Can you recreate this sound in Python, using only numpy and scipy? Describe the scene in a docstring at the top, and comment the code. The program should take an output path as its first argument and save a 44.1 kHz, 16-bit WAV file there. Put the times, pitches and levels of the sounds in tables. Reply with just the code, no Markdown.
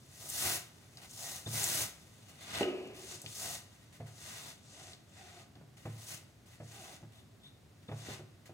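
"""Dry crackling and rasping come in strokes, with soft thumps, a metallic knock and a low rumble behind.
A gloved hand rubs dried seed heads to and fro over a wire screen in a wooden frame, in a quiet workroom.
Husks crackle as they break, stalks rasp over the wires and now and then snap, and the hand thumps the
screen as it lands. The frame knocks on the metal tray under it, once clearly and later faintly.
The rumble is the room's ventilation."""
import sys
import numpy as np
from scipy import signal
from scipy.fft import rfft, irfft
from scipy.io import wavfile

SR = 44100
rng = np.random.default_rng(int(sys.argv[2]) if len(sys.argv) > 2 else 0)


def store_pcm(level_fs):
    """Save levels as 16-bit WAV."""
    pcm = np.round(np.clip(level_fs, -1, 1) * 32767).astype(np.int16)
    wavfile.write(sys.argv[1], SR, np.atleast_2d(pcm).T)


N = 376173
TIME = np.arange(N) / SR
FREQ = np.maximum(np.fft.rfftfreq(N, 1 / SR), 1)

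# strokes of the hand: (start [s], speeding up [s], holding on [s], husk crackle [dB], wire rasp [dB],
# crispness of the top treble [dB], zip over the wires [dB])
STROKES = [ (0.085, .37, 0.094, -39.5, -47.5, -4, -52.5), (1.015, 0.2, 0.16, -46, -58.5, -8.5, -73.5),
           (1.432, 0.13, 0.27, -37.5, -46.5, -5, -53), (2.335, .23, 0.041, -47.5, -45, -20, -58),
           (2.913, 0.21, 0.026, -48, -60, -18, -58), (3.14, 0.3, 0.11, -44.5, -54.5, -9, -68),
           (4.025, 0.23, 0.25, -51.5, -58.5, -12.5, -73), (4.55, 0.18, 0.19, -56, -64.5, -27, -63),
           (4.985, .2, 0.23, -60.5, -64.5, -31, -59), (5.88, 0.24, 0.019, -48.5, -56, -8, -62.5),
           (6.53, 0.22, 0.2, -56, -61.5, -13, -60), (7.843, .25, 0.044, -53, -55, -19, -70), ]
# how a stroke swells: (starting depth below its top [dB], bend of the curve [power])
CRACKLE_SWELL, RASP_SWELL = (20.7, 1.46), (23, .85)


def husks(level_db, crisp_db, grip_db):
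    """Husks break with clicks and short pitched ticks; harder rubbing breaks more of them."""
    # tone colour of crushed husks: (frequency [Hz], level [dB])
    colour = [(1500, -59), (2800, -9), (3600, -5.5), (4500, -6), (5600, -2.5), (6450, 0), (7400, -2.5),
              (9000, -2), (11000, -2), (12500, -6.5), (15500, -3)]
    breaks_per_s = 3000 * undb(0.18 * (level_db + 54))
    spectrum = rfft(clicks(breaks_per_s, scatter_db=-4.5))
    for hz in np.geomspace(4000, 14000, num=6):
        ticks = rfft(clicks(breaks_per_s / 4, scatter_db=-3.0))
        spectrum = spectrum + 1.03 * ticks * resonance(hz, width=hz / 4)
    crackle = unit(through(irfft(spectrum, N), response(colour)))
    # whole dry pods are crisp, chaff muffled under the glove is dull
    top_treble = irfft(rfft(crackle) / (1 + (9300 / FREQ) ** 8), N)
    crackle = crackle + top_treble * (undb(crisp_db + 3.0) - 1)
    return crackle * undb(level_db + grip_db)


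def wire_rasp(level_db, grip_db):
    """Stalks catch on wire after wire and shake the screen, which rings at its own pitches."""
    # tone colour of stalks dragged over the screen: (frequency [Hz], level [dB])
    colour = [(40, -44.5), (75, 4.5), (115, 9), (200, 1), (430, -4), (850, -6), (1050, -3), (1200, -6.5),
              (1520, 1.5), (1730, -7), (2050, -1.5), (2450, -2), (3200, -3), (6000, -24.5)]
    # pitches at which the screen rings: (frequency [Hz], width [Hz], level [dB])
    screen_tones = [(325, 15, -16), (698, 210, 8.5), (1000, 120, -2.5), (1222, 140, 2), (1550, 78, 0.5),
                    (1900, 36, 4), (1960, 255, 5), (2660, 91, 5), (2870, 27, 8), (3553, 174, 7.5),
                    (4070, 330, -5), (6100, 60, -26)]
    scrape = unit(through(clicks(per_s=2600, scatter_db=3.2), response(colour)))
    shake = rfft(clicks(per_s=2200, scatter_db=0.5))
    # each pitch swells and fades as the hand crosses the spots where that vibration stands still
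    ringing = sum(undb(db + 2.5 * wander(per_s=9)) * irfft(shake * resonance(hz, width), N)
                  for hz, width, db in screen_tones)
    return (scrape + undb(1) * unit(ringing)) * undb(level_db + grip_db)


def stroke_shape(start, rise, hold, swell):
    """A stroke's strength, 0 to 1: it swells as the hand speeds up, sags, and dies fast at the stop."""
    sag_db_per_s, stop_db_per_s, take_hold_s = 11.5, 230, .6
    depth_db, power = swell
    t = TIME - start
    swell_db = -depth_db * np.clip(1 - t / rise, 0, 1) ** power
    sag_db = -sag_db_per_s * np.clip(t - rise, 0, hold)
    stop_db = -stop_db_per_s * np.maximum(t - rise - hold, 0)
    touch = np.clip(t / take_hold_s + .5, 0, 1)
    return undb(swell_db + sag_db + stop_db) * touch


def rubbing():
    """Strokes and small finger moves set the strength over time of crackle, top treble and rasp."""
    # the fingers gather the heap: (time [s], length [s], level [dB])
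    rustles = [(0.124, 0.0087, -68), (0.974, 0.031, -65), (1.015, 0.041, -60), (2.136, 0.015, -78.5),
               (2.281, 0.023, -62.5), (2.405, 0.033, -59.5), (2.943, 0.19, -60.5), (3.714, 0.13, -73.0),
               (3.923, 0.046, -65), (4.059, 0.034, -65), (5.767, 0.29, -66.5), (6.458, 0.1, -67.5),
               (6.71, 0.036, -63), (7.118, 0.087, -71), (7.43, 0.051, -73.5), (7.82, 0.014, -72.5),
               (7.965, 0.038, -63), (8.455, 0.012, -62)]
    sift_db, sift_fall_db_per_s = -27, 7.5
    crisp_rise_db_per_s, crisp_power = 7, 0.23
    parts = []
    for start, rise, hold, crackle_db, rasp_db, crisp_db, _ in STROKES:
        since_stop = TIME - start - rise - hold
        # loose chaff keeps sifting through after each stroke
        sifting = (since_stop > 0) * undb(sift_db - sift_fall_db_per_s * np.maximum(since_stop, 0))
        crush = np.hypot(stroke_shape(start, rise, hold, CRACKLE_SWELL), sifting)
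        drag = np.hypot(stroke_shape(start, rise, hold, RASP_SWELL), sifting)
        # the sound gets crisper as pods come out from under the glove, and with firmer rubbing
        uncovered_db = crisp_rise_db_per_s * np.clip(since_stop + hold / 2, -hold, hold / 2)
        treble = undb(crackle_db + crisp_db + uncovered_db) * crush ** (1 + crisp_power)
        parts.append((undb(crackle_db) * crush, treble, undb(rasp_db) * drag))
    rustle, t = np.zeros(N), TIME[:SR]
    attack_s, rustle_crisp_db, rustle_rasp_db = 0.0035, -9, -4.5
    for s, length, db in rustles:
        release = fade(np.maximum(t - length, 0), t60=0.13)
        add(rustle, s, undb(db) * np.minimum(t / attack_s, 1) * release)
    parts.append((rustle, rustle * undb(rustle_crisp_db), rustle * undb(rustle_rasp_db)))
    return np.linalg.norm(parts, axis=0) + 1e-6


def zips():
    """Crossing evenly spaced wires makes a wavering groan whose pitch follows the hand's speed."""
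    full_speed_wires_per_s, speed_power = 345, .08
    firmness_power = 3.4  # the zip needs a firm stroke
    out = np.zeros(N)
    waver = 1 + .055 * wander(per_s=160) + .06 * wander(per_s=16)
    pressure = undb(3 * wander(per_s=120) + 3 * wander(per_s=16))
    for start, rise, hold, *_, zip_db in STROKES:
        strength = stroke_shape(start, rise, hold, RASP_SWELL)
        moving = strength > .01
        hz = full_speed_wires_per_s * strength[moving] ** speed_power * waver[moving]
        phase = 2 * np.pi * np.cumsum(hz) / SR
        groan = undb(-2.5) * np.sin(phase) + np.sin(2 * phase)  # the upper octave is the louder note
        out[moving] += undb(zip_db) * strength[moving] ** firmness_power * groan
    return out * pressure


def snaps():
    """A pod or stalk breaks with a sharp crack and splinters on for a moment."""
    # the loudest breaks: (time [s], level [dB], centre frequency [Hz])
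    breaks = [(0.291, -27, 8900), (0.2997, -26, 8600), (0.972, -38, 4200), (1.111, -40.5, 7460),
              (1.6327, -21, 8560), (1.6414, -16.5, 6540), (1.6763, -23, 6740), (1.7506, -26, 8550),
              (2.8736, -48, 6800), (3.2174, -34.5, 7700), (3.262, -30, 3350), (4.9332, -39.5, 3800),
              (5.5546, -49, 3050)]
    out, t = np.zeros(N), TIME[:2048]
    for s, db, hz in breaks:
        crack_and_splinters = fade(t, t60=.006) + undb(-14) * fade(t, t60=0.083)
        burst = rng.standard_normal(len(t)) * crack_and_splinters
        crack = irfft(rfft(burst) * resonance(hz, width=0.68 * hz, f=frequencies(len(t))) ** 2)
        add(out, s, undb(db - 2) * crack / np.abs(crack).max())
    return out


def thumps():
    """The padded hand pushes the screen like a drumhead and slaps the stalks."""
    # the hand lands: (time [s], boom [dB], slap of the glove [dB])
    landings = [(0.235, -66, -57), (1.461, -36.5, -40.5), (1.531, -40.5, -44), (3.239, -49, -50),
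                (4.0, -39.5, -43.5), (5.557, -52, -55), (5.607, -53, -56.5), (5.852, -37, -37.5),
                (5.916, -45, -71), (6.600, -43, -46), (7.026, -44.5, -50.5), (7.229, -55, -83),
                (7.885, -42.5, -41), (7.913, -40, -39.5), (8.088, -44, -45), (8.192, -45.5, -48.5),
                (8.494, -61, -53.5)]
    # low tones of the stretched screen: (frequency [Hz], level [dB], time to fade by 60 dB [s])
    drum_tones = [(88, -13, .2), (112, -1, .34), (128, -7, .14), (147, -2, .26), (172, -9, .16),
                  (218, -12, .18)]
    # tone colour of the glove's slap: (frequency [Hz], level [dB])
    slap_colour = [(50, -33), (100, -8), (170, 1.5), (320, 0.5), (450, -0.5), (680, -1.5), (950, -11.5),
                   (1400, -15.5), (2100, -18), (3500, -27), (9000, -48)]
    out, t = np.zeros(N), TIME[:SR]
    boom = ring(drum_tones) * (1 - fade(t, t60=.05))
    slap_filter = response(slap_colour)
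    for s, boom_db, slap_db in landings:
        contact = rng.standard_normal(SR) * fade(t, t60=0.11) * (1 - fade(t, t60=0.026))
        add(out, s, undb(boom_db) * boom + undb(slap_db) * through(contact, slap_filter))
    return out


def tray_knocks():
    """Wood hits the metal tray: a dull clack, long low tones and a shimmer of many crowded ones."""
    # the frame strikes and chatters: (time [s], ringing [dB], clack [dB], clack frequency [Hz])
    hits = [(2.6093, -34, -30, 513), (2.6164, -45, -27.5, 640), (2.63, -56, -24, 2890),
            (7.916, -66, -43.5, 590), (8.086, -61, -33, 280), (8.494, -63, -45, 604)]
    # tones of tray and frame: (frequency [Hz], level [dB], time to fade by 60 dB [s])
    tray_tones = [(104, -22, .6), (222, -12, .6), (262, -11, .6), (280, -12, .5), (346, -3, .35),
                  (372, 0, .95), (396, -3, .25), (473, -10, .55), (597, -12, .75), (647, -11, .4),
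                  (755, -13, .25), (797, -12, .2), (847, -16, .25), (1261, -24, .5), (1353, -24, .5),
                  (1760, -23, .45)]
    # tone colour of the tray's shimmer: (frequency [Hz], level [dB])
    shimmer_colour = [(50, -40), (120, 0), (370, 12.5), (500, 8.5), (650, 3.5), (1000, -8.5), (1900, -12.5),
                      (2300, -6), (2900, -2), (3500, -17), (5000, -18), (9000, -35), (15000, -40)]
    judder_db = 3.5
    out, t = np.zeros(N), TIME[:SR]
    shimmer_fade = undb(-8) * fade(t, t60=1.41) + undb(-8.5) * fade(t, t60=0.069)
    for s, ring_db, clack_db, hz in hits:
        shimmer = through(rng.standard_normal(SR) * shimmer_fade, response(shimmer_colour))
        clack = np.sin(2 * np.pi * hz * t) * fade(t, t60=.02) * (1 - fade(t, t60=.003))
        # the loose tray judders, so each tone's level wobbles on its own
        tones = sum(ring([tone]) * undb(judder_db * wander(per_s=40, size=SR)) for tone in tray_tones)
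        add(out, s, undb(ring_db) * (shimmer - tones) - undb(clack_db) * clack)
    return cut_bass(out, hz=150, order=2)  # the thin tray gives off little bass


def singing_wire():
    """A wire brushed or plucked by the glove sings a thin, scratchy note."""
    # touches of the wire: (time [s], length [s], level [dB])
    touches = [(1.466, .009, -37), (7.174, 0.079, -69.5), (7.46, 0.064, -62), (7.885, 0.0077, -49),
               (7.92, 0.009, -64)]
    swell = sum(undb(db) * np.exp(-(2 * (TIME - s) / length) ** 2) for s, length, db in touches)
    hz = 3590 + 160 * wander(per_s=700)
    note = np.sin(2 * np.pi * np.cumsum(hz) / SR)
    flicker = undb(4 * wander(per_s=300))
    return swell * unit(note * flicker)


def reflections(near_db, room_db):
    """Quick echoes come from frame, bins and table, then the room rings on, shortest in the treble."""
    # how long the room rings: (frequency [Hz], time to fade by 60 dB [s])
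    room_fade = [(100, .45), (500, .55), (2000, .5), (6000, .35), (15000, .25)]
    t = TIME[:SR // 2]
    near = rng.standard_normal(len(t)) * fade(t, t60=0.04) * (t > .001)
    near = cut_bass(near, hz=600, order=1)  # small surfaces reflect little bass
    noise = rfft(rng.standard_normal(len(t)))
    octave = np.log2(np.clip(frequencies(len(t)), 125, 16000) / 125)
    tail = np.zeros(len(t))
    for k in range(8):
        band = irfft(noise * np.maximum(1 - abs(octave - k), 0), len(t))
        tail += band * fade(t, value_at(room_fade, 125 * 2 ** k)) * (t > .012)
    return undb(near_db) * near / np.linalg.norm(near) + undb(room_db) * tail / np.linalg.norm(tail)


def workroom(mid, side):
    """The screen's sound and its echoes arrive left and right, on the right a little later."""
    # how far the right side lags: (frequency [Hz], phase [radians])
    right_lag = [(0, 0), (750, .25), (1150, .9), (2000, 1.3), (3000, 2.7), (5000, 4.4), (6300, 5.9),
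                 (7000, 6.28), (16000, 6.28)]
    # the left is brighter in the low treble: (frequency [Hz], left minus right [dB])
    balance = [(200, -0.5), (700, -1.5), (1300, 0.5), (2400, 0.1), (4400, 4.5), (8000, 1), (15000, -2.5)]
    echoes = stereo(*(reflections(near_db=-10, room_db=-11.5) for _ in range(2)))
    left, right = stereo(mid, side) + np.array([through(mid, echo) for echo in echoes])
    tilt = undb(value_at(balance, FREQ) / 2)
    delay = np.exp(-1j * np.interp(FREQ, *np.transpose(right_lag)))
    both = irfft(np.array([rfft(left) * tilt, rfft(right) * delay / tilt]), N)
    return undb(2.36) * cut_bass(both, hz=60, order=3)  # an open screen gives off almost no deep bass


def ventilation():
    """Moving air makes a steady rumble with a faint hiss."""
    # tone colour of the air: (frequency [Hz], level [dB])
    colour = [(15, -61), (25, -31), (99, 0.5), (164, -5), (209, -8.5), (359, -15.5), (421, -15),
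              (469, -20.5), (509, -19.5), (631, -18.5), (919, -25), (1490, -26.5), (2490, -30), (7500, -34),
              (15500, -42)]
    gain = undb(value_at(colour, FREQ))
    mid, side = (unit(irfft(rfft(rng.standard_normal(N)) * gain, N)) for _ in range(2))
    return stereo(mid, side) * undb(-60.5)


def stereo(mid, side):
    """Make left and right from what they share (mid) and what sets them apart (side)."""
    # width of the sound, narrow in the bass: (frequency [Hz], gain of the side signal [dB])
    spread = [(30, -12), (70, -21), (130, -16), (300, -5), (700, -4.5), (1500, -3.5), (2500, -2.5),
              (4800, -2), (7000, -10), (14000, -10)]
    side = irfft(rfft(side) * undb(value_at(spread, frequencies(len(side)))), len(side))
    return np.array([mid + side, mid - side])


def clicks(per_s, scatter_db):
    """Tiny contacts at random times; the further scatter_db is from 0, the more their sizes vary."""
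    happens = rng.random(N) < per_s / SR
    size = undb(scatter_db * np.minimum(rng.exponential(size=N), 5))
    return unit(happens * size * rng.choice([-1, 1], N))


def wander(per_s, size=N):
    """A random curve, typically within about 1 of zero, that turns per_s times a second."""
    steps = rng.standard_normal(size // 20)
    return 1.2 * np.interp(TIME[:size] * per_s, np.arange(len(steps)), steps)


def ring(tones):
    """One second of a struck object's fading tones."""
    t = TIME[:SR]
    return sum(undb(db) * np.sin(2 * np.pi * hz * t) * fade(t, t60) for hz, db, t60 in tones)


def resonance(hz, width, f=FREQ):
    """A filter curve that favours one pitch, with gain 1 at its centre."""
    return 1 / (1 + 1j * (f / hz - hz / f) * hz / width)


def response(colour, size=4096):
    """A short click of energy 1 with the given tone colour, for use as a filter."""
    cepstrum = irfft(value_at(colour, frequencies(size)) * np.log(10) / 20)
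    # folding the second half onto the first packs the energy at the click's start
    cepstrum[1:size // 2] *= 2
    cepstrum[size // 2 + 1:] = 0
    click = irfft(np.exp(rfft(cepstrum)))
    return click / np.linalg.norm(click)


def through(x, impulse):
    """Pass a sound through a filter or echo, keeping its length."""
    return signal.fftconvolve(x, impulse)[:len(x)]


def cut_bass(x, hz, order):
    """Weaken everything below hz; a higher order cuts more steeply."""
    return signal.sosfilt(signal.butter(order, hz, "high", fs=SR, output="sos"), x)


def frequencies(size):
    """The frequencies in the spectrum of size samples, no lower than 1 Hz."""
    return np.maximum(np.fft.rfftfreq(size, 1 / SR), 1)


def value_at(points, hz):
    """Look up a (frequency, value) table, blending between rows along a pitch scale."""
    f, value = np.transpose(points)
    return np.interp(np.log(hz), np.log(f), value)


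def fade(t, t60):
    """Die away by 60 dB every t60 seconds."""
    return np.exp(-np.log(1000) * t / t60)


def undb(db):
    """Turn decibels into a gain."""
    return 10 ** (np.asarray(db) / 20)


def unit(x):
    """Scale to an average (rms) level of 1."""
    return x / np.sqrt(np.mean(x ** 2))


def add(out, s, sound):
    """Mix a sound in at s seconds."""
    i = max(int(s * SR), 0)
    out[i:i + len(sound)] += sound[:N - i]


def scene():
    """All the sounds of the screen play in the workroom, over the ventilation."""
    crackle_db, treble_db, rasp_db = 20 * np.log10(rubbing())
    # the glove grips and slips unevenly, which shakes crackle and rasp together
    grip_db = .6 * wander(per_s=50) + .8 * wander(per_s=170) + .3 * wander(per_s=18)
    # contacts are spread over the screen, so left and right each get their own mixture
    mid, side = (husks(crackle_db, treble_db - crackle_db, grip_db) + wire_rasp(rasp_db, grip_db)
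                 for _ in range(2))
    mid = mid + snaps() + zips() + thumps() + tray_knocks() + singing_wire()
    return workroom(mid, side) + ventilation()


def record(dry):
    """Cut off the very highest treble."""
    top_hz = 15800
    return signal.sosfilt(signal.ellip(12, .1, 75, top_hz, fs=SR, output="sos"), dry)


dry = scene()
out = record(dry)
store_pcm(out)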